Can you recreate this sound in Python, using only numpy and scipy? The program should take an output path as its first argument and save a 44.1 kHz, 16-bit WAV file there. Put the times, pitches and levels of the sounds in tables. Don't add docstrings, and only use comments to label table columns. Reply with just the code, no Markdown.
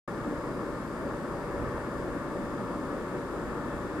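import sys
import numpy as np
from scipy import signal
from scipy.fft import rfft, irfft
from scipy.io import wavfile

SR = 44100
rng = np.random.default_rng(int(sys.argv[2]) if len(sys.argv) > 2 else 0)


def master_out(mix):
    frames = np.transpose(np.atleast_2d(mix))
    ceiling = np.clip(frames, -1, 1)
    pcm = np.round(ceiling * 32767).astype(np.int16)
    wavfile.write(sys.argv[1], SR, pcm)


N = 176400
TIME, FREQS = np.arange(N) / SR, np.maximum(np.arange(N // 2 + 1) * SR / N, 1)


# f/Hz, relative level/dB
ROAR_EQ = [(53, -37), (90, -8), (128, -8.5), (199, -2.5), (291, 1), (363, -0.5), (439, -6.5), (479, -4),
           (531, -5.5), (580, -8), (633, -8.5), (712, -14), (1160, -8), (1600, -16), (1740, -13),
           (2020, -24), (2240, -25.5), (2410, -29), (3000, -33), (3900, -66), (6600, -120)]
# f/Hz, left minus right/dB, correlation
ROAR_IMAGE = [(110, -0.5, 0.8), (230, -0.5, 0.96), (400, 2.6, 1), (790, 3, 0.95), (1260, 3.8, 0.99),
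              (1860, 7.5, 0.36), (2640, -2, 0.37)]
# t/s, body/dB, middle/dB, rush/dB
ROAR_FADERS = [(.1, -39.5, -40.5, -41), (.22, -38.5, -41, -41.5), (.31, -37, -38, -41),
               (.39, -40.5, -41, -42), (.46, -37, -39.5, -41), (.67, -40, -40, -42.5),
               (.8, -40, -41.5, -42), (1.15, -39, -37.5, -41.5), (1.45, -40, -39, -41.5),
               (1.6, -39, -38.5, -41.5), (1.82, -41, -39.5, -40.5), (2.05, -40, -37, -42),
               (2.17, -36.5, -40.5, -41.5), (2.27, -41, -42, -41.5), (2.36, -36.5, -35, -44),
               (2.44, -38.5, -40.5, -42.5), (2.58, -37, -40.5, -42), (2.8, -39, -39.5, -42),
               (3.07, -40.5, -40, -41.5), (3.17, -37, -40, -41.5), (3.24, -40.5, -41, -43),
               (3.42, -39, -39, -41.5), (3.6, -40, -39.7, -41), (4, -38.5, -40, -41.3)]
def valley_roar(patchy_db=0.71, patch_hz=5, churn_db=.3, churn_hz=9.4):
    low_cut_hz, rush_from_hz, high_cut_hz = 95, 708, 3050
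    trims_db = 0.77, -0.64, 0.55
    noise = colour(rng.standard_normal((2, N)), ROAR_EQ)
    spectrum = rfft(mic_ports(place(noise, ROAR_IMAGE)))
    spectrum /= np.sqrt((1 + (FREQS / high_cut_hz) ** 12) * (1 + (low_cut_hz / FREQS) ** 8))
    edges = rush_from_hz * 2 ** np.arange(-4, 3.1, .5)
    bands = []
    for low, high in zip(edges, edges[1:]):
        band = irfft(spectrum * ((FREQS >= low) & (FREQS < high)), N)
        bands.append(band * from_db(patchy_db * drift(patch_hz)))
    body, middle, rush = sum(bands[:6]), sum(bands[6:8]), sum(bands[8:])
    roar = sum(from_db(fader_db + trim_db) * rms_one(layer)
               for layer, fader_db, trim_db in zip((body, middle, rush), in_time(ROAR_FADERS), trims_db))
    return roar * from_db(churn_db * drift(churn_hz))


# t/s, level/dB
BREEZE_FADER = [(.1, -51), (.7, -47), (.85, -48.5), (1.2, -48), (1.33, -45.5), (1.46, -48.5), (1.62, -44),
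                (1.8, -48.5), (1.95, -46.5), (2.1, -44.5), (2.22, -52), (2.42, -48), (2.6, -51.5),
                (2.92, -52), (3.05, -48), (3.5, -47.5), (4, -48.5)]
# f/Hz, relative level/dB
BREEZE_EQ = [(12, -5), (22, 17), (30, 11.5), (42, 15.5), (58, 18), (78, 14), (98, 2), (135, 5), (190, -29),
             (1500, -90)]
GUST_EQ = [(40, -13), (75, 12), (130, 12.5), (170, -10), (260, 8), (340, -20), (1500, -90)]
def breeze(trim_db=1, pan_db=-4, gust_s=1.64, gust_width_s=0.075, gust_db=-35):
    rumble = from_db(in_time(BREEZE_FADER)[0] + trim_db) * colour(rng.standard_normal(N), BREEZE_EQ)
    swell = from_db(gust_db) * np.exp(-((TIME - gust_s) / gust_width_s) ** 2)
    gust = swell * colour(rng.standard_normal(N), GUST_EQ)
    return pan(pan_db) * mic_ports(rumble + gust)


# f/Hz, level/dB, left minus right/dB
HUM_PARTIALS = [(119.9, -51.3, -2), (149.9, -51.3, -1), (179.8, -51.5, -1), (477, -50.5, 2),
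                (571.8, -47.3, 3), (599.4, -55.5, 3), (899.1, -57.5, 3), (1143.5, -58.5, 4), (1733, -64, 6),
                (1798.2, -62.5, 9), (2190.3, -67.5, 4)]
# t/s, gain/dB
HUM_FADER = [(.1, 1.2), (1.1, -0.3), (1.7, 1.3), (2.3, 0.7), (2.7, -1), (4, -0.4)]
def drive_hum():
    hum = sum(pan(pan_db) * from_db(db) * motor_tone(hz, waver_hz=0.66, flutter_db=1.0)
              for hz, db, pan_db in HUM_PARTIALS)
    return from_db(in_time(HUM_FADER)[0]) * hum


# f/Hz, starting level/dB, slope/(dB per s)
WHINE_PARTIALS = [(2648, -75.5, 1), (3295.5, -77, 0), (3564, -81.5, -.3), (3596, -80, -.3),
                  (3898, -79.5, -.3), (4194, -80, -.3), (4495, -77, -.3), (4570, -82, -.3),
                  (4796, -74.2, -.6), (4883, -79.5, -1), (4931, -75, -.9), (5093, -79, -.5),
                  (5394, -82, -.3), (5486, -81, -.3), (5696, -82, -.3), (6293, -85, 0), (6858, -81.5, 0),
                  (6955, -83, 0), (7084, -85, 0), (7311, -81.5, 0), (7772, -80, 0), (8290, -84.5, 0),
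                  (8737, -83.5, 0), (9717, -85.5, 0), (10002, -79.5, -.8), (11989, -88, 0), (12290, -90, 0)]
def drive_whine(pan_db=-7):
    whine = sum(from_db(db + slope * TIME) * motor_tone(hz, waver_hz=1.17, flutter_db=3.0)
                for hz, db, slope in WHINE_PARTIALS)
    return pan(pan_db) * whine


# f/Hz, relative level/dB
DRUM_EQ = [(1500, -8), (2600, -5), (3600, 8.5), (4200, -3), (4900, 4), (5800, -8.5), (7500, 4), (9000, -14),
           (10000, -9), (10900, -15), (12300, -21), (15000, -19)]
CAPSTAN_EQ = [(2500, -5), (4900, -6.5), (5800, 2.5), (7000, 1), (7800, 0), (8700, -0.5), (9300, -8),
              (10100, 0.5), (10800, -20), (15000, -20)]
CASING_EQ = [(7000, -14), (8200, -1), (8700, 1.5), (9300, -4), (9700, -7), (10050, 1), (10400, -6),
             (10900, -10), (12000, -6), (13000, -8), (15000, -22)]
def drive_whir(drum_hz=299.7, capstan_hz=457.1, fade_db_per_s=0.1):
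    drum_db = -63 - fade_db_per_s * (TIME - TIME.mean())
    drum = from_db(drum_db) * rotor(drum_hz, DRUM_EQ, decay_s=0.001, loose=0.23, count=10)
    capstan = from_db(-65.5) * rotor(capstan_hz, CAPSTAN_EQ, decay_s=0.0024, loose=0.19, count=10)
    casing = from_db(-71) * rotor(drum_hz, CASING_EQ, decay_s=0.0035, loose=0.54, count=7)
    return drum + capstan + casing


# f/Hz, left minus right/dB, correlation
ROTOR_IMAGE = [(2600, 8, -0.34), (3740, -10, -0.3), (4900, -3, -0.26), (8000, -7, -0.34), (8450, -.5, 0.53),
               (11000, -0.5, 1)]
def rotor(hz, eq, decay_s, loose, count):
    period = count * SR / hz
    orders = np.arange(1, int(period / 2))
    bins = np.round(orders * N / period).astype(int)
    harmonics = np.zeros((2, N // 2 + 1), complex)
    harmonics[:, bins] = np.exp(2j * np.pi * rng.random((2, len(orders))))
    roughness = rms_one(irfft(harmonics, N)) + loose * rng.standard_normal((2, N))
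    contact = np.exp(-(TIME % (1 / hz)) / decay_s)
    return place(colour(contact * roughness, eq), ROTOR_IMAGE)


# f/Hz, relative level/dB
HISS_EQ = [(2000, -4), (3000, 5.5), (4200, 5.5), (6000, -0.5), (10000, -3), (11000, -6.3), (13000, -7),
           (15200, -10)]
# f/Hz, left minus right/dB, correlation
HISS_IMAGE = [(3000, -2, 0.14), (7800, -3, 0.2), (9000, 0, 0.83), (11000, 0.5, .99)]
def mic_hiss(level_db=-63.5):
    return from_db(level_db) * place(colour(rng.standard_normal((2, N)), HISS_EQ), HISS_IMAGE)


# f/Hz, left lead/rad
PORT_LEAD = [(120, 0.46), (400, 0.34), (850, -0.25), (1400, -0.3), (2000, -1.7), (2800, -2.1)]
def mic_ports(x):
    lead = at_hz(PORT_LEAD, FREQS)[0]
    return irfft(rfft(x) * np.exp(.5j * lead * np.array([[1], [-1]])), N)


def motor_tone(hz, waver_hz, flutter_db):
    turns = np.cumsum(hz + waver_hz * drift(5.4)) / SR + rng.random()
    return rms_one(np.sin(2 * np.pi * turns) * from_db(flutter_db * drift(10.0)))


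def drift(rate_hz):
    hop, settle = 40, 2000
    pole = np.exp(-2 * np.pi * rate_hz * hop / SR)
    noise = rng.standard_normal(N // hop + settle + 2)
    slow = signal.lfilter([1], [1, -2 * pole, pole * pole], noise)[settle:]
    return np.interp(np.arange(N) / hop, np.arange(len(slow)), rms_one(slow))


def colour(x, eq):
    return rms_one(irfft(rfft(x) * from_db(at_hz(eq, FREQS)[0]), N))


def place(pair, image):
    balance_db, correlation = at_hz(image, FREQS)
    correlation = np.clip(correlation, -1, 1)
    mid, side = rfft(pair)
    stereo = np.sqrt(1 + correlation) * mid + np.sqrt(1 - correlation) * side * [[1], [-1]]
    return rms_one(irfft(pan(balance_db) * stereo, N))


def pan(db):
    gains = from_db(np.array([[.5], [-.5]]) * db)
    return gains / np.sqrt(np.mean(gains ** 2, axis=0))


def in_time(rows):
    times, *columns = np.transpose(rows)
    return [np.interp(TIME, times, column) for column in columns]


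def at_hz(rows, hz):
    freqs, *columns = np.transpose(rows)
    return [np.interp(np.log(hz), np.log(freqs), column) for column in columns]


def from_db(db):
    return 10 ** (np.asarray(db) / 20)


def rms_one(x):
    return x / np.sqrt(np.mean(x ** 2) + 1e-20)


def scene():
    bed = mic_hiss()
    return valley_roar() + breeze() + drive_hum() + drive_whine() + drive_whir() + bed


def record(dry):
    start_s, fade_s, cutoff_hz = .076, .002, 15500
    opening = np.clip((TIME - start_s) / fade_s, 0, 1)
    low_pass = signal.cheby2(24, 60, cutoff_hz, fs=SR, output="sos")
    return signal.sosfilt(low_pass, dry * opening + 1e-18)


dry = scene()
out = record(dry)
master_out(out)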